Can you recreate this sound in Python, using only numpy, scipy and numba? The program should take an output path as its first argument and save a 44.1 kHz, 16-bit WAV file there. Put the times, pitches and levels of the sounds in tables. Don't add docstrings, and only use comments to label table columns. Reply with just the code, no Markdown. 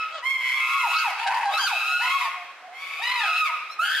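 import sys
import numpy as np
from scipy import signal
from scipy.fft import rfft, irfft, next_fast_len
from scipy.io import wavfile
from scipy.ndimage import uniform_filter1d, map_coordinates
from numba import njit

SR = 44100
rng = np.random.default_rng(int(sys.argv[2]) if len(sys.argv) > 2 else 0)


def materialize(psi):
    bounded = np.clip(np.atleast_2d(psi).T, -1, 1)
    quanta = np.round(bounded * 32767).astype(np.int16)
    wavfile.write(sys.argv[1], SR, quanta)


N = 176400

# flutter rate in Hz, its swing in
RINGING = (126, .6, .06, .27)
BUZZING = (160, .55, .07, .42)
PULSING = (49, .85, .05, .55)
STRAINED = (130, .5, .04, .55)
HOARSE = (130, .6, .034, 1)
# time in seconds, pitch in Hz, level in dB,
# brightness in dB (added to the whole mix), roughness (0 is smooth, 1 or more is fully rough).
LONG_SCREAMS = [ (RINGING, (4, -8, -20.5, -9.5, -28), [(.23, 969, -44.5, 0.5, 0),
                (.255, 1049, -31.5, -3.5, 0.25), (.31, 1081, -34.5, 5.5, 0.28), (.39, 1041, -39, -1, 0.68),
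                (.48, 1021, -41.5, 10, 1.06), (.58, 1065, -32.5, 0.5, 1.23), (.68, 1067, -31.5, -7, 1.02),
                (.76, 1107, -23.5, -10, 0.63), (.825, 1028, -29, -4.5, 0.54), (.852, 938, -18, -29, 0),
                (.885, 680, -35, -5, 0.08)]), (RINGING, (2, -12, -17.5, -3, -17.5),
                [(.6, 1243, -38, 0.5, 0.81), (.74, 1273, -33, -2.5, 0.83), (.87, 1281, -31, -1, 1.14),
                (1.02, 1278, -34, 4, 0.91), (1.07, 1218, -42, 7.5, 0.77), (1.11, 983, -38, -0.5, 0.36)]),
                (RINGING, (4, -6, -14.5, -2.5, -17), [(1.67, 1196, -39.5, -1, 1.03),
                (1.78, 1244, -40, 3, 0.91), (1.85, 1260, -37.5, -3, 0.95), (1.93, 1305, -34, -1, 0.82),
                (2.02, 1313, -34.5, -4, 1.08), (2.22, 1232, -40, 4, 0.73), (2.28, 1160, -37, -10.5, 0.4)]),
                (BUZZING, (0, -12, -19, -9.5, -19), [(2.73, 1028, -59.5, 6.5, 0.64),
                (2.81, 1114, -48.5, 7, .7), (2.99, 1153, -43.5, 3.5, 0.99), (3.15, 1205, -42.5, 4, 0.77),
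                (3.29, 1278, -28.5, -3, 0.75), (3.39, 1275, -28, 1.5, 0.78), (3.435, 1254, -17, -10.5, .1),
                (3.468, 1137, -31, 7, .7), (3.505, 935, -36, -8, 0.3)]),
                (BUZZING, (-1.5, -13, -21, -2, -17.5), [(3.786, 1241, -39, -21, 0),
                (3.797, 1279, -17.5, -18, 0.09), (3.815, 1359, -21, -11, 0.68), (3.84, 1458, -22, -7, 0.76),
                (3.95, 1583, -27.5, -5.5, 1.23), (4.0, 1507, -30, -1.5, 1)]), ]
SHORT_SCREAMS = [ (RINGING, (-6, -21, -21.5, -44, -7.5), [(0, 1295, -31.5, 0.65, 0.19),
                 (.12, 1258, -49, -1.2, 0.91)]), (HOARSE, (-3, -2.5, -9.5, -29, -34),
                 [(.897, 781, -43, -7, 0.27), (.95, 1285, -21, -12.5, 0.76), (.995, 1489, -30.5, -2, 0.85),
                 (1.02, 1386, -28.5, -11, 0.49), (1.045, 986, -26, -17, 0.12),
                 (1.08, 808, -24.5, -9.5, 0.22), (1.112, 655, -40, -1, 0.44)]),
                 (STRAINED, (14, 2, -17, -16, -18), [(.955, 1110, -54, 5.2, 0.09),
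                 (1.025, 1084, -54.5, 7.4, 0.11), (1.065, 880, -65, 5, 0.26)]),
                 (HOARSE, (-7.5, -2.5, -11.5, -10, -6.5), [(1.183, 728, -45, 5.5, 0.36),
                 (1.205, 881, -33, -7.5, 0.62), (1.235, 954, -34.5, 1.5, 0.33),
                 (1.262, 935.5, -31.5, -20, 0.14)]), (STRAINED, (-2.5, 5, -7, 2.5, 4.5),
                 [(1.485, 1044, -34, -23, 0.66), (1.55, 1320, -32, -5, 0.3), (1.58, 1231, -24, -27, 0.63),
                 (1.61, 1016, -33.5, -4, 0.17), (1.645, 776, -33.5, -39, 0.13)]),
                 (HOARSE, (-1.5, -4, -11, 0, -12), [(1.575, 1307, -29.5, -1, 0.24),
                 (1.592, 1571, -23, -13, 0.36), (1.63, 1630, -33.5, 3.5, 0.41),
                 (1.662, 1548, -20.5, -12.5, 0.42), (1.685, 1193, -34.5, 4.5, 0.393),
                 (1.735, 756, -27.5, -32, 0.17), (1.78, 590, -54, -17, 0.18)]),
                 (RINGING, (-32, -33, -39, -13, -14), [(1.91, 1419, -33, -17, 0.34),
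                 (1.97, 1445, -22.5, -12, 0.04), (2.07, 1467, -54, -5, 0.1)]),
                 (STRAINED, (8, 0.5, -9, 1, -7.5), [(1.998, 749, -38.5, -14, 0.31),
                 (2.022, 962, -32, -7.5, 0.54), (2.085, 1052, -26.5, -12, 0.66),
                 (2.155, 1110, -19.5, -19, 0.1), (2.21, 1042, -29.5, -12, 1),
                 (2.265, 902, -35, -10.5, 0.62)]), (PULSING, (3, -5, -5, -8.5, -12),
                 [(3.0, 712, -37.5, -39, 0.18), (3.025, 934, -40.5, 8, 0.18), (3.06, 975, -46, 8.5, .3),
                 (3.08, 991, -37, 3, 0.85), (3.15, 1000, -33.5, -6, 0.74), (3.19, 954, -34.5, 0, 0.12),
                 (3.25, 788, -34, -2, 0.62), (3.29, 679, -41, 8, 0.25)]), (STRAINED, (-27, 1, -1, 0, -33),
                 [(3.7, 1280, -45.5, -8.5, 0.087), (3.727, 1395, -59, 8.5, 0.065),
                 (3.75, 1346, -60, -3, 0.15)]), ]
BARKS = [ (HOARSE, (2.5, -7, -10, -6.5, -17), [(.115, 635, -57, 4, 0.44), (.152, 681, -42.5, 0, 0.42),
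         (.195, 551, -50, 0.5, 0.47)]), (HOARSE, (3, -26, -22, -7, -7.5), [(1.258, 812, -29, -16, 0.59),
         (1.274, 731.6, -25, -1.5, 0.31), (1.29, 866, -26, -14.5, 0.94), (1.342, 924.6, -25.5, -13, 1),
         (1.445, 880.6, -31, -14, 1), (1.468, 803.7, -23.5, -13.5, 0.25), (1.505, 797, -24, -16.5, 0.2),
         (1.54, 633, -41, -5, 0.83)]), ]
# start and length in seconds, first and last pitch in Hz, level in dB.
HOOTS = [(1.882, 0.062, 797, 692, -41), (2.035, 0.066, 761, 716, -40), (2.158, 0.13, 756, 678, -43),
         (2.357, 0.089, 730, 709, -41.5), (2.622, 0.088, 733, 751, -45), (2.677, 0.076, 670.5, 770, -43.5),
         (3.288, 0.097, 693, 744, -40.5), (3.465, 0.097, 641, 742, -48.5), (3.808, 0.063, 615, 868, -42.5)]
# frequency in Hz, boost or cut in dB.
MOUTH_COLOUR = [(3000, 3.5), (4800, -9), (6500, -18), (8500, -20.5), (13500, -23), (15500, -43)]
RASP_COLOUR = [(120, -55), (450, -7.5), (1100, -3.5), (1750, 1), (2600, 11.5), (4000, -8.5), (7000, -19),
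               (13000, -31), (15500, -26)]
ECHO_COLOUR = [(200, -24), (700, -4), (1300, 1), (2600, -0.5), (4000, -3), (15000, -5)]
NEAR_COLOUR = [(900, -4), (2500, 2), (6000, 0)]
SIDE_COLOUR = [(600, -14), (1400, -9), (2800, -6), (5000, 0.5), (9000, 2.5), (13000, -4.5)]
AIR_COLOUR = [(25, -31), (90, -24), (170, -5.5), (600, 16), (1500, 20.5), (4000, 4.5), (15000, -21)]
# frequency in Hz, seconds to fade by 60 dB.
ECHO_FADE_TIMES = [(300, 1.4), (1300, 0.57), (2600, 1.27), (5000, 1.02), (12000, 0.77)]

ATTACK_S, RELEASE_S = .008, 0.019
WAVER, JITTER, JITTER_HZ = 0.0125, .062, 300
SHIMMER, GRAIN, SHIMMER_HZ = .5, .45, 260
FLUTTER_UNREST, SUBTONE_DB = .22, -8.5
HOOT_WAVER, HOOT_SECOND_HARMONIC_DB = .01, -51
ECHO_DB, ECHO_BUILD_S, NEAR_DECAY_S = -5, 0.027, 0.014
AIR_DB, OUTPUT_DB = -49, 0.86
LIMIT_DB, LIMIT_RATIO, LIMIT_ATTACK_S, LIMIT_RELEASE_S = -24.5, 3.54, .004, .022
MIC_BEND, TOP_HZ = 0.004, 15600


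def strained_call(throat, mix_db, course):
    rows = np.array(course, float)
    start, end = rows[0, 0] - ATTACK_S, rows[-1, 0] + RELEASE_S
    span = np.arange(max(int(start * SR), 0), min(int(end * SR), N))
    t, n = span / SR, len(span)
    hz, db, bright_db, rough = (np.interp(t, rows[:, 0], column) for column in rows.T[1:])
    rough = np.clip(rough, 0, 1)
    flutter_hz, depth, bend, disorder = throat
    hoarse = rough * disorder
    flutter_rate = flutter_hz * (1 + FLUTTER_UNREST * disorder * wobble(70.4, n))
    flutter = rough * np.sin(2 * np.pi * np.cumsum(flutter_rate) / SR)
    unrest = WAVER * wobble(80.83, n) + JITTER * wobble(JITTER_HZ, n)
    hz = hz * (1 + hoarse * unrest + bend * flutter)
    phase = 2 * np.pi * np.cumsum(hz) / SR
    harmonics = 0
    for k in range(2, 14):
        gain = from_db(mix_db[k - 2] if k < 5 else mix_db[3] + at_hz(MOUTH_COLOUR, k * hz))
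        grain = 1 + GRAIN * hoarse * wobble(SHIMMER_HZ, n)
        harmonics += gain * (k * hz < TOP_HZ) * np.sin(k * phase) * grain
    half_pitch = from_db(SUBTONE_DB) * hoarse * wobble(JITTER_HZ, n) * np.cos(phase / 2)
    harmonics *= 1 + 2 * half_pitch
    noise = unit_level(colour(rng.standard_normal(N // 2), RASP_COLOUR))[:n]
    rasp = from_db(mix_db[4]) * 2 * rough * noise * (1 + 0.26 * np.cos(phase))
    sound = np.sin(phase) + from_db(bright_db) * (harmonics + rasp)
    throb = 1 + depth * flutter + SHIMMER * hoarse * wobble(SHIMMER_HZ, n)
    fade = np.clip((t - start) / ATTACK_S, 0, 1) * np.clip((end - t) / RELEASE_S, 0, 1)
    out = np.zeros(N)
    out[span] = np.sqrt(2) * from_db(db) * fade * throb * sound
    return out


def hoots():
    t, out = np.arange(N) / SR, np.zeros(N)
    for start, length, first_hz, last_hz, db in HOOTS:
        span = (t > start) & (t < start + length)
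        progress = (t[span] - start) / length
        hz = (first_hz + (last_hz - first_hz) * progress) * (1 + HOOT_WAVER * wobble(140, len(progress)))
        phase = 2 * np.pi * np.cumsum(hz) / SR
        tone = np.sin(phase) + from_db(HOOT_SECOND_HARMONIC_DB) * np.sin(2 * phase)
        swell = np.sin(np.pi * progress) ** 0.28
        out[span] += np.sqrt(2) * from_db(db) * swell * tone
    return out


def add_echoes(voices):
    t = np.arange(SR) / SR
    hz = np.fft.rfftfreq(SR, 1 / SR)
    spectrum, tail = rfft(scattered_noise(SR)), 0
    octaves_hz = 125 * 2. ** np.arange(8)
    for centre, share in zip(octaves_hz, np.eye(len(octaves_hz))):
        band_shape = at_hz(list(zip(octaves_hz, share)), hz)
        band = irfft(spectrum * band_shape * from_db(at_hz(ECHO_COLOUR, hz)))
        build = np.minimum(t / ECHO_BUILD_S, 1) ** 2
        fade = build * np.exp(-np.log(1000) * t / at_hz(ECHO_FADE_TIMES, centre))
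        tail += band * fade / np.linalg.norm(fade)
    fade = np.exp(-t / NEAR_DECAY_S)
    near = np.array([colour(side, NEAR_COLOUR) for side in scattered_noise(SR)])
    reflections = from_db(ECHO_DB) * tail + near * fade / np.linalg.norm(fade)
    return voices + signal.fftconvolve(voices[None], reflections, axes=1)[:, :N]


def outdoor_air():
    air = np.array([colour(side, AIR_COLOUR) for side in scattered_noise(N)])
    return from_db(AIR_DB) * unit_level(air)


def scattered_noise(size):
    mid, side = rng.standard_normal((2, size))
    side = colour(side, SIDE_COLOUR)
    return np.array([mid + side, mid - side])


def wobble(rate_hz, size):
    steps = rng.standard_normal(4096)
    return map_coordinates(steps, [np.arange(size) * rate_hz / SR], order=2, mode="wrap")


def from_db(db):
    return 10 ** (np.asarray(db) / 20)


def at_hz(table, hz):
    rows = np.array(table, float)
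    return np.interp(np.log(np.maximum(hz, 1)), np.log(rows[:, 0]), rows[:, 1])


def colour(x, table):
    n = next_fast_len(len(x))
    gain = from_db(at_hz(table, np.fft.rfftfreq(n, 1 / SR)))
    return irfft(rfft(x, n) * gain, n)[:len(x)]


def unit_level(x):
    return x / np.sqrt(np.mean(x ** 2))


@njit
def follow_power(power, attack, release):
    out, held = np.empty(len(power)), 0.
    for i in range(len(power)):
        held += (power[i] - held) * (attack if power[i] > held else release)
        out[i] = held
    return out


def scene():
    apes = sum(strained_call(*call) for call in LONG_SCREAMS + SHORT_SCREAMS + BARKS) + hoots()
    return add_echoes(apes) + outdoor_air()


def record(dry):
    power = uniform_filter1d(np.mean(dry ** 2, axis=0), size=256)
    held = follow_power(power, 1 / (LIMIT_ATTACK_S * SR), 1 / (LIMIT_RELEASE_S * SR))
    excess = np.maximum(held / from_db(LIMIT_DB) ** 2, 1)
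    gain = excess ** (-(1 - 1 / LIMIT_RATIO) / 2)
    evened = dry * gain * from_db(OUTPUT_DB)
    treble_cut = signal.ellip(8, .2, 80, TOP_HZ, fs=SR, output="sos")
    return signal.sosfilt(treble_cut, evened + MIC_BEND * evened ** 2)


dry = scene()
out = record(dry)
materialize(out)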